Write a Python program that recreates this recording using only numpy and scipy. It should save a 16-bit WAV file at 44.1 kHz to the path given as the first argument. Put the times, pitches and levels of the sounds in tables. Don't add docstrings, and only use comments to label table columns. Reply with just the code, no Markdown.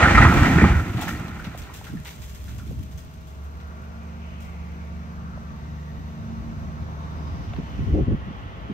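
import sys
import numpy as np
from scipy import signal
from scipy.fft import rfft, irfft, next_fast_len
from scipy.io import wavfile

SR = 44100
rng = np.random.default_rng(int(sys.argv[2]) if len(sys.argv) > 2 else 0)


def transcribe(u):
    v = np.clip(np.atleast_2d(u).T, -1, 1)
    q = np.round(v * 32767).astype(np.int16)
    wavfile.write(sys.argv[1], SR, q)


N = 384993
TIME = np.arange(N) / SR
HZ = np.fft.rfftfreq(4096, 1 / SR)

# f/Hz, density/dB
MIC_HISS_SPECTRUM = [(1000, 2), (4000, 0), (6500, 2), (8500, -3), (10200, -9), (11800, -3), (15500, -5)]
BREEZE_SPECTRUM = [(20, -42.5), (35, -5), (55, 8), (90, 6.5), (140, 1), (220, -3), (320, -11.5), (600, -69)]
ROAR_SPECTRUM = [(190, -21.5), (330, -4), (372, -2.5), (412, -6.5), (453, -5.5), (633, -5), (690, -5.5),
                 (1360, -6.5), (1640, -8), (2200, -18), (2860, -35), (4840, -120)]
HISS_SPECTRUM = [(1200, -5), (2000, 5.5), (2800, 10), (3700, 5), (4800, 2), (6100, 3), (7300, -7),
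                 (9000, -10), (10300, -49), (12000, -4.5), (15000, -17.5)]
RADIATOR_SPECTRUM = [(400, -9), (750, 3), (1300, -15), (1850, 7), (2300, -0.5), (3100, 3.5), (3900, -9.5),
                     (5500, -19), (8000, -42), (15000, -54)]
GRIT_SPECTRUM = [(600, -12), (1500, 1), (2300, -1), (3100, 1), (4300, -2), (6200, 1), (8500, -1),
                 (10200, -10), (12300, -1), (15500, -8)]
PEBBLE_SPECTRUM = [(200, -13), (450, 3.5), (1400, 1.5), (2700, 3), (4500, -3.5), (9000, -42.5)]
CLACK_SPECTRUM = [(250, -37), (700, 6), (1300, 2), (2700, 1), (4000, -5), (9000, -52)]
RUMBLE_SPECTRUM = [(12, -25), (20, -19), (53, -2), (82, 1.5), (129, -2.5), (169, -3), (209, -6.5),
                   (290, -9), (354, -14), (426, -27), (600, -32.5), (780, -27), (1320, -120)]
SHEET_SPECTRUM = [(180, -25.5), (300, -4.5), (434, -6.5), (487, -7), (812, -1.5), (1140, -7), (1340, 1.5),
                  (1680, -7), (1880, -3), (3230, -15.5), (5320, -26), (6490, -24), (9000, -30.5),
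                  (11700, -102), (19800, -120)]

COHERENCE = [(60, 0.58), (300, 0.87), (700, 0.45), (1500, 0.67), (3000, 0.18), (7000, 0.16), (9500, 0.0307),
             (12000, 0.13), (15000, 1)]
BREEZE_LEVEL = [(1.6, -54), (2.1, -56), (2.75, -47.5), (3.2, -57.5), (4.25, -56), (4.6, -53), (5.9, -52.5),
                (6.5, -47), (7.5, -45), (8.1, -45), (8.3, -50)]
MIC_GUSTS = [(1.893, 0.13, -36, 150), (1.935, 0.026, -32, 187), (1.951, 0.067, -40, 71),
             (2.246, 0.12, -44, 48), (2.529, .1, -37.5, 76), (2.688, 0.047, -33.5, 108),
             (2.799, 0.041, -37.5, 120), (2.942, 0.052, -36, 65), (7.481, 0.051, -32.5, 79.55),
             (7.586, 0.018, -26, 136), (7.786, 0.068, -26, 111), (7.859, 0.2, -20.5, 64.7),
             (7.939, 0.08, -24, 305), (8.071, 0.087, -20, 86), (8.13, 0.0095, -36.5, 385),
             (8.27, 0.049, -33.5, 160), (8.695, 0.031, -30, 208)]

SHAFT_SPEED = [(2.0, 23.26), (2.4, 22.47), (2.7, 22.93), (3.0, 23.62), (3.3, 23.62), (3.6, 24.25),
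               (4.0, 25.1), (4.3, 25.04), (4.7, 24.85), (5.1, 24.98), (5.6, 24.86), (6.0, 25.07),
               (6.4, 25.13), (6.8, 25.39), (7.4, 25.57)]
EXHAUST_LEVEL = [(2.05, -46), (2.42, -36), (2.95, -40), (3.15, -46), (3.45, -33.5), (3.75, -37.5),
                 (4.6, -35), (6.12, -36.5), (6.38, -39), (6.8, -33), (7.4, -35.5)]
PUMP_LOADS = [(4.05, 1.55, -48), (5.256, 2.4, -51.5), (6.423, 1.18, -40)]
# shaft multiple, level/dB, idle change/dB, swing change/dB
ENGINE_ORDERS = [(5, -56, 1, 6), (6, -50, -3, 10), (7, -40, -11, -3.5), (12, -67, -6, 1), (15, -66, -7, -1),
                 (18, -65, 5, 1), (27, -66, 6.5, 1.5), (45, -72, 4, -3)]
PANEL_MODES = [(650, 86, 1.5), (1125, 120, 2.5), (1370, 77, 1.5), (1680, 260, -4.5), (2320, 175, 2),
               (3200, 300, -3.5), (4105, 300, 1.5), (5480, 200, -4), (6100, 500, 2)]
NEAR_ECHOES = [(4.3, .3, .16), (7.9, -.45, .18), (12.7, .5, .18), (21.4, -.4, .17)]
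# peak t/s, length/s, level/dB, f/Hz, width/Hz, glide/(Hz/s)
VALVE_RUSHES = [(3.799, 1.25, -55.5, 1380, 300, 28), (3.9, 0.84, -66, 2430, 700, -2),
                (4.351, 0.55, -58, 2820, 700, 100), (4.549, 1.95, -57, 2260, 900, -250),
                (5.3, 0.92, -50.5, 1280, 520, -7), (5.849, 1.44, -60.5, 1880, 200, -52),
                (5.95, 1.0, -75, 14200, 1600, 0), (6.007, 1.55, -70, 3730, 350, -100),
                (6.002, 3.4, -81, 6000, 200, -70), (7.149, 1.3, -48, 1020, 485, 80),
                (7.205, 1.5, -65, 3680, 550, 0), (7.328, 0.8, -64, 5030, 800, 0),
                (7.441, 1.24, -70, 5820, 480, -150), (7.85, 0.36, -74, 5330, 505, -2)]

TRICKLE_WAVES = [(0.35, -43, 19), (2.35, -57, 20), (3.201, -71.5, 1.5)]
GRIT_SPRAYS = [(0.816, -49, 0.33, -1), (0.968, -35.5, 0.68, 11.5), (1.01, -22, 0.21, -1),
               (1.0779, -26.5, 0.37, -2), (1.279, -34, 0.05, 11), (1.441, -36.5, 0.2, 12.5),
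               (1.5744, -27.5, 0.19, -11), (1.615, -43.5, 0.28, 15), (1.735, -30.5, 0.43, -3.5),
               (1.8397, -39, 0.44, 5), (2.047, -32.5, 0.33, 7.5), (2.07, -34.5, 0.39, -0.5),
               (2.2154, -35.5, 0.5, -6), (2.2952, -40, .18, -12), (2.346, -36, 0.15, -13),
               (2.4813, -37, 0.4, 1), (2.579, -35.5, 0.15, -3), (2.66, -42, 0.28, 0), (2.785, -41, .14, -6),
               (2.828, -36, 0.12, -16.5), (2.909, -41, 0.22, -16), (2.9746, -33.5, 0.22, -20),
               (3.135, -43, 0.13, -6), (3.2685, -42.5, 0.35, -10), (3.435, -46, 0.18, -6),
               (3.599, -47.5, 0.12, 15.5), (3.815, -48, 0.09, -5), (4.4004, -41.5, 0.53, -10)]
STEEL_CLACKS = [(1.282, -21), (7.535, -26), (7.54, -30), (7.563, -26.5), (7.575, -34)]
STEEL_CLINKS = [(1.3934, -24, 1480), (1.696, -32.5, 1050), (1.8668, -28.5, 1500), (1.97, -34, 1820),
                (2.479, -35, 1490), (2.595, -35, 1410)]
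STONE_KNOCKS = [(1.548, -27, 620), (1.812, -33, 746), (5.373, -33, 600), (7.535, -32, 719)]
# t/s, level/dB, f/Hz
LOW_THUDS = [(0.016, -8, 72), (0.142, -4.5, 59), (0.185, -9, 71), (0.25, -5.5, 85.6), (0.35, -9, 48),
             (0.41, -7, 91), (0.475, -10, 193), (0.545, -13, 65), (0.556, -7, 128), (0.58, -9.5, 246),
             (0.616, -3, 224), (0.622, -6.5, 72), (0.634, -2, 167), (0.645, -5.5, 194), (0.69, -10, 60.5),
             (0.752, -7.5, 81), (0.943, -11.5, 103), (0.995, -16.5, 190), (1.06, -20, 110),
             (1.285, -29, 170), (1.464, -20.5, 115), (1.585, -27, 69.5), (2.665, -36, 251),
             (2.708, -29.5, 350), (2.738, -41, 300)]
STEEL_MODES = [(830, 50, 2.5), (930, 39, -4), (1324, 17, -10.5), (1328, 17, 15.5), (1450, 14, -4.5),
               (1455, 20, 3.5), (1877, 15.7, 4.5), (2360, 10, 10), (2500, 19.4, 2)]
ROOF_SLAMS = [(0.004, -7.5, 0.27, 723), (0.025, -3.5, 0.22, 1800), (0.031, -1.5, 0.11, 1470),
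              (0.038, -3, 0.07, 1730), (0.056, -6, 0.18, 1480), (0.077, -9, 0.18, 1850),
              (0.148, -0.5, 0.26, 1980), (0.175, -5.5, 0.16, 1250), (0.199, -6, 0.24, 940),
              (0.215, -3.5, 0.34, 1860), (0.25, -7, 0.29, 1230), (0.283, -12.5, 0.24, 1320),
              (0.319, -11.5, 0.13, 900), (0.387, -14, 0.2, 1860), (0.43, -11.5, 0.16, 1420),
              (0.452, -9.5, 0.29, 1900), (0.585, -10, 0.4, 1840), (0.613, -8, 0.11, 1900),
              (0.638, -11, 0.12, 1020), (0.712, -15.5, 0.29, 1540), (0.73, -18.5, 0.15, 1890),
              (0.795, -26, 0.18, 1370), (0.981, -24.5, 0.31, 810), (1.018, -22.5, 0.17, 870),
              (1.07, -22, 0.085, 766), (1.078, -17.5, 0.24, 1760), (1.312, -29, 0.12, 1500)]

# start t/s, end t/s
THROTTLE_S, SPIN_UP_S, SWING_S, VALVE_SHUT_S = (3.15, 3.66), (3.02, 4.67), (3.64, 8.02), (7.96, 8.07)
EXHAUST_FACING_S, EXHAUST_AWAY_S = (4.9, 5.8), (7.4, 8.1)
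BAY_FACING_S, RADIATOR_FACING_S = (5.9, 7), (7.0, 7.8)

FALLING_S, LANDED_S, STOP_DB_PER_S = 0.225, 0.71, 81


def amp(db):
    return 10 ** (np.asarray(db) / 20)


def unit_rms(x):
    return x / np.sqrt(np.mean(x ** 2) + 1e-20)


def spectrum(points, hz=HZ):
    f, value = np.transpose(points)
    return np.interp(np.log(hz + 1), np.log(f + 1), value)


def curve(points):
    return np.interp(TIME, *np.transpose(points))


def ramp(span_s):
    return np.interp(TIME, span_s, [0, 1])


def swell(peak_s, length_s):
    return np.cos(np.pi * np.clip((TIME - peak_s) / length_s, -.5, .5)) ** 2


def waver(hz):
    return unit_rms(np.interp(TIME * hz, np.arange(4096), rng.standard_normal(4096)))


def add(mix, at_s, sound):
    part = mix[:, max(round(at_s * SR), 0):][:, :sound.shape[-1]]
    part += sound[..., :part.shape[1]]


def hump_db(hz, width_hz):
    return -10 * np.log10(1 + ((HZ - hz * hz / (HZ + 1)) / width_hz) ** 2)


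def modes_db(modes):
    return sum(db / (1 + (2 * (HZ - hz) / width_hz) ** 2) for hz, width_hz, db in modes)


def colour(x, db):
    log_gain = np.log(amp(np.maximum(db - db.max(), -100)))
    log_response = np.conj(signal.hilbert(np.r_[log_gain, log_gain[-2:0:-1]]))
    taps = np.fft.ifft(np.exp(log_response)).real
    return signal.oaconvolve(x, taps[None] / np.linalg.norm(taps), axes=1)[:, :x.shape[1]]


def resonate(x, hz, width_hz):
    carrier, r = np.exp(2j * np.pi * np.cumsum(hz) / SR), np.exp(-np.pi * width_hz / SR)
    return (carrier * signal.lfilter([(1 - r) ** 2], [1, -2 * r, r * r], x / carrier)).real


def noise_pair(size, lag_ms=0, diffuse=1):
    length = next_fast_len(size, True)
    hz = np.fft.rfftfreq(length, 1 / SR)
    left, other = rfft(rng.standard_normal((2, length)))
    coherence = np.clip(spectrum(COHERENCE, hz), .01, 1) ** diffuse
    delay = np.exp(-2j * np.pi * hz * lag_ms / 1000)
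    right = (coherence * left + np.sqrt(1 - coherence ** 2) * other) * delay
    return irfft(np.array([left, right]), length)[:, :size]


def impacts(per_s, spread_db):
    sizes = amp(spread_db * np.minimum(rng.exponential(1, N), 4))
    return sizes * rng.choice([-1, 1], N) * (rng.random(N) < per_s / SR)


def clatter(per_s, spread_db, t60_s, pieces, lag_ms=0, diffuse=1):
    t, out = np.arange(SR // 5) / SR, 0
    for _ in range(pieces):
        ring = noise_pair(len(t), lag_ms, diffuse) * amp(-60 * t / t60_s)
        strikes = np.pad(impacts(per_s / pieces, spread_db), (len(t) - 1, 0), "wrap")
        out = out + signal.oaconvolve(strikes[None], ring, "valid", axes=1)
    return unit_rms(out)


def mic_hiss():
    return amp(-83 + .8 * waver(hz=14)) * colour(noise_pair(N), spectrum(MIC_HISS_SPECTRUM))


def wind():
    breeze_db = curve(BREEZE_LEVEL) + 12.5 + 2 * waver(hz=15)
    out = amp(breeze_db) * colour(noise_pair(N, lag_ms=0.25), spectrum(BREEZE_SPECTRUM))
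    for at_s, length_s, db, hz in MIC_GUSTS:
        size = int((max(length_s, .01) + 0.0062) * SR)
        top_hz = hz + 205 * 2 ** ((db + 28) / 9.5)
        band_db = -10 * np.log10((1 + (HZ / top_hz) ** 10) * (1 + (40 / (HZ + 1)) ** 8))
        eddies = colour(noise_pair(size + 4096, diffuse=0.93), hump_db(hz, 0.48 * hz) + band_db)
        add(out, at_s - .006, amp(db) * unit_rms(eddies[:, -size:] * signal.windows.tukey(size, .3)))
    return out


def echoed(x):
    swing, out = ramp(SWING_S), x
    for delay_ms, change_ms, gain in NEAR_ECHOES:
        sent_s = TIME - (delay_ms + change_ms * swing) / 1000
        out = out + gain * np.array([np.interp(sent_s, TIME, side) for side in x])
    return out


def hydraulics(sputter_db=1.2, sputter_hz=140):
    out = np.zeros((2, N))
    for peak_s, length_s, db, hz, width_hz, glide_hz_per_s in VALVE_RUSHES:
        t = np.arange(int(length_s * SR)) / SR - length_s / 2
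        rush = unit_rms(resonate(noise_pair(len(t), lag_ms=0.42), hz + glide_hz_per_s * t, width_hz))
        add(out, peak_s - length_s / 2, amp(db) * rush * np.hanning(len(t)))
    return echoed(out) * unit_rms(amp(sputter_db * waver(sputter_hz))) * amp([[1], [-1]])


def duty_gain(db, idle_db, swing_db, wake_s=THROTTLE_S, turn_s=SWING_S):
    return amp(db + idle_db * (1 - ramp(wake_s)) + swing_db * ramp(turn_s))


def engine_tones(lag_ms, jitter=.003, flutter_db=.8):
    shaft_hz = curve(SHAFT_SPEED)
    turns = np.cumsum(shaft_hz * (1 + jitter * waver(hz=78.7))) / SR
    turns = turns - shaft_hz * np.array([[0], [lag_ms / 1000]])
    pump = amp(-53) * ramp(SPIN_UP_S)
    pump += sum(amp(db) * swell(peak_s, length_s) for peak_s, length_s, db in PUMP_LOADS)
    orders = [(3, amp(curve(EXHAUST_LEVEL))), (9, pump)]
    for order, db, idle_db, swing_db in ENGINE_ORDERS:
        orders.append((order, duty_gain(db, idle_db, swing_db, SPIN_UP_S, EXHAUST_FACING_S)))
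    tones = 0
    for order, gain in orders:
        flutter = amp(1.5 + flutter_db * waver(hz=7))
        tones += gain * flutter * np.sin(2 * np.pi * (order * turns + rng.random()))
    return tones * amp(-20 * ramp(EXHAUST_AWAY_S)) * amp([[-.5], [.5]])


def excavator(lag_ms=0.38):
    tones, panels_db = engine_tones(lag_ms), modes_db(PANEL_MODES)
    roar = colour(noise_pair(N, lag_ms), spectrum(ROAR_SPECTRUM) + panels_db)
    roar *= duty_gain(-48, idle_db=-5.5, swing_db=3.5, turn_s=BAY_FACING_S)
    hiss = colour(noise_pair(N, lag_ms), spectrum(HISS_SPECTRUM) + panels_db) * amp([[1.7], [-1.7]])
    hiss *= duty_gain(-60.5, idle_db=0, swing_db=4) * amp(-6 * ramp(VALVE_SHUT_S))
    radiator = colour(noise_pair(N, lag_ms=0.39), spectrum(RADIATOR_SPECTRUM))
    radiator *= amp(-51.5) * ramp(RADIATOR_FACING_S)
    return tones + echoed(roar + hiss + radiator) * amp(.3 * waver(hz=11))


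def spray(t60_s, rise_s=0.0022):
    t = np.arange(SR // 2) / SR
    return amp(-60 * t / t60_s) * (1 - np.exp(-t / rise_s))


def fragments(envelope, per_s=120, range_hz=(2000, 7000), t60_s=.035):
    t, out = np.arange(SR // 16) / SR, np.zeros((2, N))
    for at in np.flatnonzero(rng.random(N) < per_s / SR):
        hz, phase = np.exp(rng.uniform(*np.log(range_hz))), rng.uniform(0, np.pi, (2, 1))
        ring = amp(-60 * t / t60_s) * (1 - np.exp(-t * hz / 2)) * np.sin(2 * np.pi * hz * t + phase)
        add(out, at / SR, envelope[at] * ring / np.linalg.norm(ring[0]))
    return out * amp(-14) * np.sqrt(SR / per_s)


def grit(small_sprays_per_s=25):
    fine, coarse = np.zeros((1, N)), np.zeros((1, N))
    for at_s, db, t60_s, coarse_db in GRIT_SPRAYS:
        landing = amp(db - 13.5) * spray(t60_s)
        add(fine, at_s, landing)
        add(coarse, at_s, landing * amp(coarse_db))
    trickle = sum(amp(db - db_per_s * abs(TIME - peak_s)) for peak_s, db, db_per_s in TRICKLE_WAVES)
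    onsets = 1. * (rng.random(N) < small_sprays_per_s / SR)
    small_sprays = trickle * amp(-11) * signal.oaconvolve(onsets, spray(t60_s=0.097))[:N]
    fine = np.sqrt(fine ** 2 + trickle ** 2 + small_sprays ** 2)
    coarse = np.hypot(coarse, amp(12) * small_sprays)
    sand = clatter(per_s=2700, spread_db=1, t60_s=0.006, pieces=3)
    ticks = amp(-15.5) * clatter(per_s=200, spread_db=3.5, t60_s=.004, pieces=4)
    shards = amp(-6) * clatter(per_s=150, spread_db=3.5, t60_s=0.09, pieces=3)
    pebbles = clatter(per_s=920, spread_db=-4.5, t60_s=0.018, pieces=2)
    chips = amp(-3) * clatter(per_s=110, spread_db=3.5, t60_s=0.0035, pieces=4)
    grains = fine * (sand + ticks + shards) + trickle * ramp((LANDED_S, 1.5)) * chips
    return (colour(grains, spectrum(GRIT_SPECTRUM)) + fragments(np.hypot(fine, coarse)[0])
            + coarse * colour(pebbles, spectrum(PEBBLE_SPECTRUM)))


def scraps(clack_t60_s=0.027, clink_t60_s=0.19):
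    out, t = np.zeros((2, N)), np.arange(SR // 8) / SR
    for at_s, db in STEEL_CLACKS:
        clack = colour(noise_pair(len(t)) * amp(-60 * t / clack_t60_s), spectrum(CLACK_SPECTRUM))
        add(out, at_s, amp(db - 7) * clack / abs(clack).max())
    for at_s, db, hz in STEEL_CLINKS:
        clink = colour(noise_pair(len(t)) * amp(-60 * t / clink_t60_s), hump_db(hz, width_hz=150))
        add(out, at_s, amp(db - 5) * clink / abs(clink).max())
    return out


def collapse(peak_db, start_db, sag_db_per_s, settle_db, settle_s):
    down_s = np.maximum(TIME - LANDED_S, 0)
    fall_db = peak_db - sag_db_per_s * np.maximum(TIME - FALLING_S, 0) - STOP_DB_PER_S * down_s
    fall_db += (start_db - peak_db) * (1 - ramp((0, FALLING_S)) ** 4)
    settling = ramp((0, LANDED_S)) * amp(settle_db - 20 * (down_s / settle_s) ** 2)
    return np.hypot(amp(fall_db), settling)


def blows(rows, cycles, gain_db):
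    out, t = np.zeros((2, N)), np.arange(SR // 4) / SR
    for at_s, db, hz in rows:
        burst = noise_pair(len(t), diffuse=0.079) * np.exp(-t * hz / cycles)
        lowpass_db = -10 * np.log10(1 + (HZ / (2.1 * hz)) ** 10)
        blow = colour(burst, 2 * hump_db(hz, 0.75 * hz) + lowpass_db)
        add(out, at_s, amp(db + gain_db) * blow / abs(blow).max())
    return out


def masonry():
    blocks = clatter(per_s=500, spread_db=1, t60_s=0.048, pieces=12, diffuse=0.034)
    rumble = unit_rms(colour(blocks, spectrum(RUMBLE_SPECTRUM)))
    fall = collapse(peak_db=-14, start_db=-19.5, sag_db_per_s=14.5, settle_db=-27, settle_s=0.96)
    lows = fall * rumble + blows(LOW_THUDS, cycles=1.76, gain_db=-1.5)
    return lows * amp([[-.7], [.7]]) + blows(STONE_KNOCKS, cycles=1.2, gain_db=-1)


def roof(mode_width_hz=45, mode_db=5, rise_s=0.00065):
    sheets = clatter(per_s=400, spread_db=-0.5, t60_s=0.15, pieces=16, lag_ms=0.065, diffuse=0.6)
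    fall = collapse(peak_db=-19, start_db=-20, sag_db_per_s=16.5, settle_db=-37, settle_s=1.29)
    out, t = fall * sheets, np.arange(SR // 2) / SR
    for at_s, db, t60_s, hz in ROOF_SLAMS:
        modes = [(hz * ratio, mode_width_hz, mode_db) for ratio in rng.uniform(.6, 1.7, size=7)]
        section_db = np.maximum(hump_db(hz, width_hz=420), -13) + np.minimum(modes_db(modes), mode_db)
        crash = colour(noise_pair(len(t), lag_ms=0.075, diffuse=0.15), section_db)
        crunch = unit_rms(amp(2.5 * waver(hz=260)))[:len(t)]
        envelope = amp(db - 15.5 - 60 * t / t60_s) * (1 - np.exp(-t / rise_s))
        add(out, at_s, envelope * crunch * crash)
    return colour(out, spectrum(SHEET_SPECTRUM) + modes_db(STEEL_MODES)) * amp([[-.8], [.8]])


def scene():
    return roof() + masonry() + scraps() + grit() + excavator() + hydraulics() + wind() + mic_hiss()


def record(dry, low_hz=30, ceiling=.92, top_hz=15700):
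    cut = signal.sosfilt(signal.butter(2, low_hz, "highpass", fs=SR, output="sos"), dry)
    clipped = cut / (1 + (cut / ceiling) ** 8) ** (1 / 8)
    taps = signal.firwin(511, top_hz, window=("kaiser", 9), fs=SR)
    return signal.oaconvolve(clipped, taps[None], "same", axes=1)


dry = scene()
out = record(dry)
transcribe(out)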